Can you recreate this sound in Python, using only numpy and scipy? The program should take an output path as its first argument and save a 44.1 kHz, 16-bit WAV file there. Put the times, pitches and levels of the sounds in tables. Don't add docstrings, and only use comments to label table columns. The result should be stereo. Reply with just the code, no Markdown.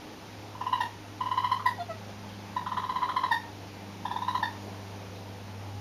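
import sys
import numpy as np
from scipy import signal
from scipy.fft import rfft, irfft, next_fast_len
from scipy.io import wavfile
from scipy.ndimage import uniform_filter1d, map_coordinates

SR = 44100
rng = np.random.default_rng(int(sys.argv[2]) if len(sys.argv) > 2 else 0)


def ratio_of_db(decibels):
    return 10 ** (np.asarray(decibels, float) / 20)


def persist_wave(psi):
    counts = np.round(np.clip(psi, -1, 1) * 32767).astype(np.int16)
    wavfile.write(sys.argv[1], SR, np.atleast_2d(counts).T)


N = 256127

# (f/Hz, left-right correlation -1 to 1)
ALIKE = [(60, 0.78), (110, 0.81), (200, 0.91), (380, 0.85), (700, 0.87), (1290, 0.69), (2380, 0.34),
         (4400, -0.032), (8120, -0.23), (15000, 0.48)]


def cubs():
    # (t/s, peak level/dB, opening pitch drop 0-1)
    trill_1 = [
        (0.553, -34.5, .3),
        (0.613, -24, 0.36),
        (0.668, -21.5, 0.26),
        (0.73, -15.5, .14),
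    ]
    trill_2 = [
        (1.21, -21, 0.17),
        (1.261, -22, 0.18),
        (1.315, -19, 0.16),
        (1.377, -16.5, 0.17),
        (1.445, -17, 0.22),
        (1.518, -15, 0.18),
    ]
    trill_3 = [(2.567, -20.5, 0.13), (2.616, -35.5, 0.18), (2.666, -23, 0.5), (2.72, -23, 0.38),
               (2.773, -18.5, 0.39), (2.838, -22.5, 0.27), (2.896, -20, 0.21), (2.96, -19.5, 0.16),
               (3.03, -18, 0.207), (3.093, -19, 0.41), (3.166, -15.5, 0.17), (3.237, -16.5, 0.24)]
    trill_4 = [
        (4.055, -22, 0.14),
        (4.114, -23, .25),
        (4.163, -22, 0.19),
        (4.222, -23.5, 0.18),
        (4.283, -19, 0.187),
        (4.351, -18, 0.21),
    ]
    # (first f/Hz, last f/Hz, arch/Hz, end sag 0-1, share of the note the drop lasts)
    glides = [(990, 1003, -6, .09, .4), (1005, 1028, -1, .03, 0.37), (996, 1010, 24.5, .07, 0.453),
              (957, 1015, -10, .13, 0.423)]
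    # (first resonance/Hz, last resonance/Hz, second resonance over first,
    # effort that opens the second/dB, nose gain)
    mouths = [(2920, 2930, 1.31, -14, 2.5), (3090, 3190, 1.326, -16, 2.4), (3200, 3360, 1.18, -26, 0.72),
              (3480, 4040, 0.8, -13, 1.1)]
    # (second level/dB, upper level/dB)
    voices = [(-17.5, -20), (-15, -20.5), (-14, -21), (-16.5, -16)]
    trill_jitter = [.012, .011, .018, .017]
    # (t/s, peak level/dB, pitch/Hz, mouth resonance/Hz, second overtone/dB)
    strays = [
        (1.438, -23, 1014, 2820, -10),
        (1.565, -35, 1036, 3130, -13),
        (1.599, -23.5, 1079, 3380, -17),
        (3.021, -22.5, 1016, 3290, -10),
    ]
    # (t/s, peak level/dB, mouth resonance/Hz, second overtone/dB, upper overtones/dB, fall 0-1)
    chirps = [
        (.809, -18, 3130, -9, -15, 0.06),
        (1.662, -15.5, 3570, -4.5, -16.5, 0.06),
        (3.318, -16, 3720, -6, -18, .05),
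        (4.431, -17.5, 3620, -8, -19, 0.05),
    ]
    chirp_shapes, chirp_jitter = [(938, .013, 0.03), (984, 0.014, 0.02), (944, 0.02, 0.04),
                                  (942.5, .012, 0.05)], [.012, .01, .004, .022]
    # (t/s, peak level/dB, mouth resonance/Hz, second overtone/dB, upper overtones/dB, fall 0-1)
    moan_rows = [
        (1.8, -26, 3300, -20.5, -26.5, 0.178),
        (1.903, -26, 1930, -14.5, -24, 0.174),
    ]
    # (pitch/Hz, length/s, sag 0-1)
    moan_shapes = [(724, 0.05, 0.03), (676, 0.046, 0.03)]
    # (f/Hz, width/Hz, level/dB)
    throat_bands = [(955, 223, -2), (784, 280, -6), (1305, 42, 0.5), (1672, 440, 4.5), (3080, 2430, -3.5),
                    (4920, 770, -14), (10900, 2000, -11)]
    # (f/Hz, width/Hz, depth 0-1)
    valleys = [(545, 200, 0.77), (2310, 1360, 1), (6170, 2700, 0.61), (14600, 6400, 1)]

    trills = zip((trill_1, trill_2, trill_3, trill_4), glides, mouths, voices, trill_jitter)
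    voice = sum(trill(*settings) for settings in trills)
    stray_rows = [(s, db, mouth, second, -31, 0.27) for s, db, hz, mouth, second in strays]
    stray_shapes = [(hz, 0.0105, 0) for s, db, hz, mouth, second in strays]
    voice += quick(stray_rows, stray_shapes, 0.015, bend=0.41, ratio=1.3, open_db=-20, nose=0)
    voice += call_notes(chirps, chirp_shapes, chirp_jitter, breath_db=-8, slope_db=-10.5, lead=1.5, late=0.87,
                        bend=0.49, width_hz=320, open_db=-20, nose=1.14)
    moans = call_notes(moan_rows, moan_shapes, [0.003] * len(moan_rows), breath_db=-20, slope_db=3, lead=1.05,
                       late=0.82, bend=0.189, width_hz=390, open_db=-40, nose=0)

    def throat(f):
        peaks = sum(ratio_of_db(db) * resonance(f, hz, width_hz) for hz, width_hz, db in throat_bands)
        dips = [1 - depth * resonance(f, hz, width_hz) for hz, width_hz, depth in valleys]
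        return peaks * np.prod(dips, axis=0)

    return filtered(np.array([voice, moans]), throat)


def trill(beats, glide, mouth, voice, jitter):
    s, db, fall = np.transpose(beats)
    first_hz, last_hz, arch_hz, sag, bend = glide
    first_mouth_hz, last_mouth_hz, *tract = mouth
    u = (s - s[0]) / (s[-1] - s[0])
    effort_db = db + 21
    pitch = first_hz + (last_hz - first_hz) * u + arch_hz * np.sin(np.pi * u)
    mouth_hz = first_mouth_hz + (last_mouth_hz - first_mouth_hz) * u
    second_db = voice[0] + 0.69 * effort_db
    upper_db = voice[1] + 0.21 * effort_db
    rows = list(zip(s, db, mouth_hz, second_db, upper_db, fall))
    shapes = zip(pitch, np.full(len(s), 0.0105), sag * (1 - 0.71 * u))
    return quick(rows, shapes, jitter, bend, *tract)


def quick(rows, shapes, jitter, bend, ratio, open_db, nose):
    return call_notes(rows, shapes, [jitter] * len(rows), breath_db=-11, slope_db=-11, lead=1.3, late=1.25,
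                      bend=bend, width_hz=280, open_db=open_db, nose=nose, ratio=ratio)


def call_notes(rows, shapes, jitters, breath_db, slope_db, lead, late, bend, width_hz, open_db, nose,
               ratio=1.293):
    out = np.zeros(N + SR)
    t = np.arange(SR // 10) / SR
    order = np.arange(3, 15)[:, None]
    for row, (hz, length, sag), jitter in zip(rows, shapes, jitters):
        s, db, mouth_hz, second_db, upper_db, fall = row
        u = np.clip(t / length, 0, 1)
        drop = fall * (np.exp(-(u / bend) ** 2) - 0.1)
        pitch = hz * (1 + drop - sag * u + jitter * wobble(960, size=len(t)))
        phase = 2 * np.pi * np.cumsum(pitch) / SR
        second_gain = ratio_of_db(min(0, 2.3 * (db - open_db)))
        bands = [(mouth_hz, 1), (ratio * mouth_hz, second_gain), (5470, nose)]
        favour = 0.16 + sum(gain * np.exp(-((order * pitch - band_hz) / width_hz) ** 2)
                            for band_hz, gain in bands)
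        slope = ratio_of_db(slope_db * np.log2(order / 3))
        upper = np.sum(favour * slope * np.sin(order * phase), axis=0)
        breath = ratio_of_db(breath_db) * (1 + np.cos(phase)) * rng.standard_normal(len(t))
        mouth = 2.055 * u ** abs(late)
        rasp = 1 + 6 * jitter * wobble(1407, size=len(t))
        overtones = ratio_of_db(second_db) * np.sin(2 * phase) + ratio_of_db(upper_db + 9) * (upper + breath)
        tone = rasp * np.sin(phase) + mouth * overtones
        envelope = np.abs(np.sin(np.pi * u ** abs(lead))) ** 0.88
        start = round((s - 0.4 * lead * length) * SR)
        out[start:][:len(t)] += ratio_of_db(db - 2) * envelope * tone
    return out[:N]


def small_sounds():
    # (t/s, peak level/dB, f/Hz)
    ticks = [
        (2.0988, -43, 3240),
        (2.2922, -36, 3230),
        (5.1572, -37, 4020),
    ]
    out = np.zeros(N)
    t = np.arange(SR // 50) / SR
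    for s, db, hz in ticks:
        decay = ratio_of_db(db - 60 * t / 0.0046)
        strike = np.sin(2 * np.pi * hz * t) + 0.3 * rng.standard_normal(len(t))
        out[round(s * SR):][:len(t)] += decay * strike
    air = unit(filtered(rng.standard_normal(N), lambda f: np.exp(-((f - 10800) / 400) ** 2)))
    u = np.clip((np.arange(N) / SR - 4.635) / 0.095, 0, 1)
    return out + ratio_of_db(-72) * air * np.sin(np.pi * u)


def terrace(x):
    # (delay/s, signed strength, left lag/s)
    walls = [(.00272, -.29, 30e-6), (.00553, -.6, -30e-6), (.01007, .56, 40e-6), (.01243, -.44, -40e-6),
             (.02367, -.13, 50e-6), (.02667, -.45, -60e-6), (.0312, .1, 60e-6), (.0460, .17, 50e-6),
             (.0525, .2, -60e-6)]
    # (f/Hz, t60/s)
    yard = [(500, 0.28), (1000, 0.38), (2000, 0.37), (4000, 0.28), (12000, 0.26)]
    # (f/Hz, level/dB)
    yard_colour = [(500, -20), (1100, -4.5), (1350, -10), (1800, -4.5), (4000, 0.5), (12000, 1)]
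    ports = np.array([[0.5], [-0.5]])
    paths = [(0.00011, 1, 0.000072)] + walls
    near = filtered(x, lambda f: sum(gain * np.exp(-2j * np.pi * f * (s + lag * ports))
                                     for s, gain, lag in paths))
    hz, t, z = signal.stft(rng.standard_normal((2, SR // 2)), SR, nperseg=256)
    alike = np.clip(along(ALIKE, hz), -1, 1)[:, None]
    z = np.array([z[0], alike * z[0] + np.sqrt(1 - alike ** 2) * z[1]])
    decay = ratio_of_db(-60 * t / along(yard, hz)[:, None])
    tail = signal.istft(z * decay, SR, nperseg=256)[1]
    tail = tail / np.linalg.norm(tail[0])
    late = signal.fftconvolve(np.pad(x, (650, 0))[None], tail, axes=1)[:, :N]
    return near + filtered(late, lambda f: ratio_of_db(along(yard_colour, f)))


def motor():
    # (t/s, f/Hz, level/dB, casing buzz 0-1)
    shaft = [(0, 102.9, -62, 0), (.39, 102.9, -49.5, 0), (.95, 102.2, -50.5, 0), (1.4, 102.9, -47, 0.42),
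             (2.3, 101.8, -48, 1), (2.8, 100.8, -49.5, 0.93), (2.94, 100.6, -55.5, 0.76),
             (3.59, 100.2, -48, 0), (3.82, 100, -50, .9), (4.67, 99.93, -46, .9), (5.03, 100, -46, 0.44),
             (5.4, 99.5, -46, 0.6), (5.81, 100.1, -42, 0.3)]
    # (level/dB, lulls of (t/s, half length/s, gain/dB))
    third_rest_db, lulls = (-56, [(.8, 0.17, -7), (1.9, 0.43, -13), (2.8, .1, -15), (5.7, 0.56, -8)])
    # (order, level/dB)
    orders_up = [(4, -62.5), (5, -64)]
    # (f/Hz, width/Hz, level/dB, surges of (t/s, half length/s, gain/dB))
    duct_hz, duct_width_hz, duct_rest_db, surges = (178, 5.46, -64.5, [(1.6, 0.41, 7.5), (2.5, .6, 11.5),
                                                    (4.1, 0.41, 11), (5.2, 0.43, 11)])
    # (t/s, half length/s, gain/dB)
    draughts = [
        (0, 0.59, 5),
        (2.5, .3, 9),
        (3.3, 0.23, 14),
        (4.1, 0.26, 2),
        (5.85, .4, 13),
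    ]
    # (f/Hz, level/dB, width/Hz)
    drones = [(253, -59, 8), (8890, -79, 8.124)]

    shaft_hz, shaft_db, buzz = curves(shaft)
    phase = 2 * np.pi * np.cumsum(shaft_hz) / SR
    second_db = -70 + 19 * buzz
    third_db = third_rest_db + sum(swell(*lull) for lull in lulls)
    levels = [shaft_db] + [db + 1.3 * wobble(2.54) for db in (second_db, third_db)]
    hum = np.zeros(N)
    for k, db in enumerate(levels, 1):
        hum += ratio_of_db(db + 4 + 0.37 * wobble(5.6)) * np.sin(k * phase)
    for k, db in orders_up:
        hum += ratio_of_db(db + 3 + 3 * wobble(2)) * np.sin(k * phase)

    duct_db = duct_rest_db + sum(swell(*surge) for surge in surges)
    whistle_db = -65 + sum(swell(*gust) for gust in draughts)
    vents = [(duct_hz, duct_db, duct_width_hz), (840, whistle_db, 40)]
    for hz, db, width_hz in drones + vents:
        cycles = np.cumsum(hz + width_hz * wobble(25)) / SR
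        hum += ratio_of_db(db + 3 + 0.58 * wobble(2.83)) * np.sin(2 * np.pi * cycles)
    return hum


def town():
    # (f/Hz, level per Hz/dB)
    wash_spectrum = [(20, -12), (40, -14.5), (75, -4), (130, -6), (200, -2.5), (330, -5.5), (600, -6.5),
                     (900, -5), (1500, -23), (3000, -35)]
    # (f/Hz, level per Hz/dB)
    hiss_spectrum = [(710, -11.5), (1200, -6), (1920, -6.5), (2310, -6.5), (6060, -10.5), (7600, -19.5),
                     (8190, 4.5), (8550, -18), (8920, -23.5), (13700, -25), (15600, -59)]
    car_db = swell(4.61, 0.33, 2.3)
    wash_db = -48 + car_db + 0.25 * wobble(3)
    hiss_db = -48 + 0.39 * car_db + 0.25 * wobble(2.53)
    wash = ratio_of_db(wash_db) * rush(wash_spectrum, patchy_db=1.5)
    return wash + ratio_of_db(hiss_db) * rush(hiss_spectrum, patchy_db=0.78)


def rush(spectrum, patchy_db):
    z = signal.stft(rng.standard_normal((2, N + 512)), nperseg=512)[2]
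    field = uniform_filter1d(rng.standard_normal(z.shape[1:]), 6, 0)
    field = uniform_filter1d(field, 14, 1)
    pair = signal.istft(z * ratio_of_db(patchy_db * unit(field)), nperseg=512)[1][:, :N]

    def spread(f):
        angle = np.arccos(np.clip(along(ALIKE, f), -1, 1)) / 2
        return ratio_of_db(along(spectrum, f)) * [np.cos(angle), np.sin(angle)]

    mid, side = filtered(pair, spread)
    return unit(np.array([mid + side, mid - side]))


def resonance(f, hz, width_hz):
    return 1j * f * width_hz / (hz * hz - f * f + 1j * f * width_hz)


def swell(s, half_s, db):
    return db * np.exp(-((np.arange(N) / SR - s) / half_s) ** 2)


def wobble(rate, size=N):
    knots = rng.standard_normal(int(size * rate / SR) + 4)
    return map_coordinates(knots, [np.arange(size) * rate / SR])


def curves(rows):
    s, *cols = np.transpose(rows)
    return [np.interp(np.arange(N) / SR, s, c) for c in cols]


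def along(points, hz):
    f, v = np.transpose(points)
    return np.interp(np.log(hz + 1), np.log(f + 1), v)


def filtered(x, response):
    m = next_fast_len(N + SR // 2)
    return irfft(rfft(x, m) * response(np.fft.rfftfreq(m, 1 / SR)), m)[..., :N]


def unit(x):
    return x / np.sqrt(np.mean(x ** 2) + 1e-20)


def scene():
    calls, moans = cubs()
    echoed = 0.39
    animals = terrace(calls + echoed * moans + small_sounds()) + (1 - echoed) * moans
    return animals + motor() + town()


def roll_off(x):
    return signal.sosfilt(signal.butter(12, 15740, fs=SR, output="sos"), x)


def record(dry):
    # (f/Hz, level/dB)
    gap = [(7000, 0), (7500, -6), (7750, -20), (7950, -50), (8350, -50), (8520, -14), (8700, 0), (13000, 0),
           (14200, -3), (15600, -8), (15750, -80)]
    sides = np.array([[-0.5], [0.5]])

    def ports(f):
        lean_db = along([(1200, 0), (2500, 1.5)], f) * sides
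        return ratio_of_db(along(gap, f)) * ratio_of_db(lean_db)

    mix = filtered(dry, ports)
    return roll_off(mix)


dry = scene()
out = record(dry)
persist_wave(out)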